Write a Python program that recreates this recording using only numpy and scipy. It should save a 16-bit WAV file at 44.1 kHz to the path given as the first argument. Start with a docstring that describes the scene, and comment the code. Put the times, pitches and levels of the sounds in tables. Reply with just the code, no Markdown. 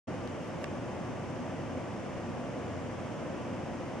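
"""A car idling at night

A parked car idles before a hand-held camera. Periodic firing gives a soft harmonic drone, belts and
fan give a broadband whirr, and spinning parts add unsteady whines, over a low boom and a faint hiss.
Early on, a finger ticks, slides and clicks on the camera body, by impact and stick-slip friction."""
import sys
import numpy as np
from scipy import signal
from scipy.fft import rfft, irfft, next_fast_len
from scipy.io import wavfile
from scipy.ndimage import map_coordinates

SR = 44100
rng = np.random.default_rng(int(sys.argv[2]) if len(sys.argv) > 2 else 0)


def digitize_waveform(pressure):
    """Quantize a signal to 16-bit integers and store it at the path in sys.argv[1].

    Rows of a 2-D input are taken as channels; values are limited to [-1, 1].
    """
    field = np.atleast_2d(pressure).T
    bounded = np.clip(field, -1, 1)
    quanta = np.round(bounded * 32767).astype(np.int16)
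    wavfile.write(sys.argv[1], SR, quanta)


N = 176400
TIME = np.arange(N) / SR


def amp(db):
    """Decibels to amplitude ratio."""
    return 10 ** (np.asarray(db) / 20)


def unit(x):
    """Normalisation to rms 1."""
    return x / np.sqrt(np.mean(x ** 2) + 1e-20)


def along(points, hz):
    """Interpolation on a logarithmic frequency axis."""
    f, v = np.transpose(points)
    return np.interp(np.log(hz + 1), np.log(f + 1), v)


def wobble(rate):
    """Smooth random modulation: a spline with `rate` knots a second."""
    return map_coordinates(rng.standard_normal(1024), [np.arange(N) * rate / SR], mode="wrap")


def filtered(x, response):
    """Linear filtering: the spectrum times a frequency response."""
    m = next_fast_len(N + 8192)
    return irfft(rfft(x, m) * response(np.fft.rfftfreq(m, 1 / SR)), m)[..., :N]


def noise(spectrum):
    """Spectral shaping of two independent noises, to rms 1."""
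    return unit(filtered(rng.standard_normal((2, N)), lambda hz: amp(along(spectrum, hz))))


def stereo_noise(spectrum, coherence):
    """Partially coherent noise: the ratio of mid to side sets how alike the channels are."""
    def weights(hz):
        angle = np.arccos(np.clip(along(coherence, hz), -1, 1)) / 2
        return np.array([np.cos(angle), np.sin(angle)])
    mid, side = filtered(noise(spectrum), weights)
    return unit(np.array([mid + side, mid - side]))


# Each row: frequency in Hz, relative spectral density in dB.
HISS_SPECTRUM = [(500, -22), (3000, 5), (3900, -17), (4500, -0.5), (5300, 4), (6300, 3.5), (7200, 0),
                 (9500, -5), (10500, -14.5), (12500, -21.5), (15000, -33)]
# Each row: frequency in Hz, left-right coherence.
HISS_COHERENCE = [(4000, 0.29), (6200, 0.35), (9000, 0.51), (11000, 0.46), (14000, 0.25)]

def hiss(level_db=-61.5):
    """Stationary, weakly coherent treble noise is heard as a faint, wide hiss."""
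    return amp(level_db) * stereo_noise(HISS_SPECTRUM, HISS_COHERENCE)


# Each row: start in seconds, end in seconds, level at full pressure in dB.
FINGER_SLIDES = [(.37, .50, -72.5), (.602, .644, -60.5)]
# Each row: frequency in Hz, relative spectral density in dB.
SKIN_SPECTRUM = [(1500, -12), (5000, -3), (9000, -2), (11500, -6), (13000, -10), (15000, -21)]

def slides(release_s=0.008, slips_per_s=190, slip_t60_s=0.005, slip_db=11, spread_db=3):
    """Stick-slip friction: skin rubs the camera ever harder, catching and slipping in tiny ticks."""
    pressure = 0
    for start, end, db in FINGER_SLIDES:
        rise = np.sqrt(np.clip((TIME - start) / (end - start), 0, 1))
        pressure += amp(db) * rise * np.clip((end - TIME) / release_s, 0, 1)
    slips = (rng.random(N) < slips_per_s / SR) * amp(slip_db + spread_db * rng.standard_normal(N))
    decay = amp(-60 * TIME[TIME < slip_t60_s] / slip_t60_s)
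    ticks = signal.fftconvolve(slips, decay)[:N]
    return pressure * unit(noise(SKIN_SPECTRUM) * (1 + ticks))


# Each row: start in seconds, crack and ring levels in dB, attack and crack T60 in seconds.
FINGER_CLICKS = [(.2753, -38.5, -45, .0001, .005), (.6419, -33, -25.8, .0005, .008)]
# Each row: frequency in Hz, relative level in dB, T60 in seconds.
SHELL_MODES = [(1140, -5, 0.014), (1690, -1, 0.013), (2200, -4.5, .012), (2720, -3, .011),
               (3480, -8, 0.0078)]
# Each row: frequency in Hz, relative spectral density in dB.
CRACK_SPECTRUM = [(500, -14), (1500, -4), (3000, 0), (4000, -2), (6000, -4.5), (9000, -6), (11000, -19),
                  (15000, -33)]

def clicks():
    """Impact excitation: each bright crack rings the damped modes of the camera's shell."""
    burst, out = noise(CRACK_SPECTRUM), 0
    for start, crack_db, ring_db, attack, crack_t60 in FINGER_CLICKS:
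        age = np.maximum(TIME - start, 0)
        ring = 0
        for hz, db, t60 in SHELL_MODES:
            phase = 2 * np.pi * hz * age + rng.uniform(0, np.pi / 2, (2, 1))
            ring += amp(ring_db + db - 60 * age / t60) * np.sin(phase)
        crack = amp(crack_db - 60 * age / crack_t60) * burst
        out += (1 - np.exp(-age / attack)) * (ring + crack)
    return out


def finger(pan_db=1.5):
    """A level difference places the finger a little nearer the right microphone."""
    return (slides() + clicks()) * amp([[-pan_db], [pan_db]])


# Each row: time in seconds, level in dB before the offset.
BOOM_ENVELOPE = [(0.1, -49), (0.6, -51), (1.02, -47), (1.07, -40), (1.16, -55), (1.35, -48), (1.42, -42),
                 (1.5, -48), (2.0, -48), (4.0, -50)]
RUMBLE_ENVELOPE = [(0.1, -67), (0.7, -66), (1.22, -78), (1.4, -74), (1.62, -86), (1.83, -88), (2.2, -77),
                   (4.0, -72)]
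# Each row: frequency in Hz, relative spectral density in dB.
BOOM_SPECTRUM = [(60, -120), (170, -35), (232, 2), (262, 3), (295, -5.5), (380, -30), (1000, -120)]
RUMBLE_SPECTRUM = [(18, -21), (38, 3), (55, 9.5), (75, -5), (130, -43), (600, -120)]
# Each row: frequency in Hz, left-right coherence. The whirr shares it.
ENGINE_COHERENCE = [(40, 0.44), (90, 0.68), (170, 0.59), (260, 0.76), (400, 0.43), (560, 0.96),
                    (1400, 0.69), (3200, 0.63), (6000, 0.18)]

def boom_and_rumble(boom_offset_db=-0.5, rumble_offset_db=3):
    """Slow amplitude modulation of two noise bands: a hollow boom and a deep rumble under the car."""
    def band(envelope, spectrum):
        return amp(np.interp(TIME, *np.transpose(envelope))) * stereo_noise(spectrum, ENGINE_COHERENCE)
    boom = amp(boom_offset_db) * band(BOOM_ENVELOPE, BOOM_SPECTRUM)
    rumble = amp(rumble_offset_db) * band(RUMBLE_ENVELOPE, RUMBLE_SPECTRUM)
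    return boom + rumble


# Each row: frequency in Hz, level in dB, nominal line width in Hz.
WHINE_LINES = [(91.6, -54.5, 2.515), (525.4, -56, 14), (589, -58.5, 14), (719, -62, 5), (1002, -61.5, 14),
               (1161, -62, 10), (3030, -80, 11), (3600, -84, 6), (5570, -86, 8.7)]

def whines():
    """Line broadening: random amplitude and phase modulation blur the fan, belt and alternator tones."""
    out = 0
    for hz, db, width in WHINE_LINES:
        strength = 1 + 0.44 * wobble(2 * width)
        phase = 2 * np.pi * hz * TIME + 1.64 * wobble(width)
        out += amp(db) * unit(strength * np.sin(phase))
    return out


# Each row: multiple of the firing rate, level in dB.
FIRING_HARMONICS = [(2, -65.5), (3, -63.5), (4, -55), (5, -60), (8, -59.5), (9, -58), (12, -57)]

def drone(phase, uneven_db=2.0):
    """Periodic firing gives a harmonic series, each partial a little uneven in strength."""
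    out = 0
    for order, db in FIRING_HARMONICS:
        peak = np.sqrt(2) * amp(db + uneven_db * wobble(6.98))
        out += peak * np.sin(order * phase + rng.uniform(0, 2 * np.pi))
    return out


# Each row: frequency in Hz, relative spectral density in dB.
WHIRR_SPECTRUM = [(20, -42), (45, -21), (75, -12.5), (110, -2.5), (190, -1.5), (255, -2.5), (350, -3.5),
                  (420, -9.5), (490, -4.5), (630, -6.5), (750, -10), (880, -11.5), (1350, -18),
                  (2000, -21.5), (3000, -26.5), (4000, -38), (5500, -39.5), (9000, -46), (15000, -91)]

def whirr(phase, level_db=-38.5, flutter_db=0.13, firing_depth=0.033, crank_depth=0.027):
    """Amplitude modulation: engine-bay noise swells slightly with each firing and turn of the crank."""
    swell = 1 + firing_depth * np.sin(phase) + crank_depth * np.sin(phase / 2)
    gain = amp(level_db + flutter_db * wobble(24.94))
    return gain * swell * stereo_noise(WHIRR_SPECTRUM, ENGINE_COHERENCE)


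def engine(firing_hz=29.47, drift=0.01203):
    """Phase locking: whirr and drone follow one drifting firing rate; the other layers run free."""
    phase = 2 * np.pi * np.cumsum(firing_hz * (1 + drift * wobble(3))) / SR
    return whirr(phase) + drone(phase) + whines() + boom_and_rumble()


def scene():
    """Superposition of engine, finger and hiss."""
    return engine() + finger() + hiss()


# Each row: frequency in Hz, left minus right level in dB.
MIC_BALANCE = [(40, -5), (90, -1.5), (250, 0), (600, 0.6), (2000, 0.5), (9000, 0)]
# Each row: frequency in Hz, phase lead of the left channel in radians.
MIC_PHASE_LEAD = [(50, 0.06), (200, 0.37), (600, 0.51), (3000, 0.092), (5000, .4), (6200, 0.85),
                  (7500, 2.23), (9500, 2.7), (11000, 2)]

def record(dry, start_s=0.071, fade_s=0.01, top_hz=15100):
    """Two band-limited microphones differ in level and phase; the sound cuts in after a moment."""
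    def microphones(hz):
        left_over_right = amp(along(MIC_BALANCE, hz)) * np.exp(1j * along(MIC_PHASE_LEAD, hz))
        return left_over_right ** np.array([[0.5], [-0.5]])  # half the difference to each side
    fade_in = np.clip((TIME - start_s) / fade_s, 0, 1)
    return filtered(filtered(dry, microphones) * fade_in, lambda hz: hz < top_hz)


dry = scene()
out = record(dry)
digitize_waveform(out)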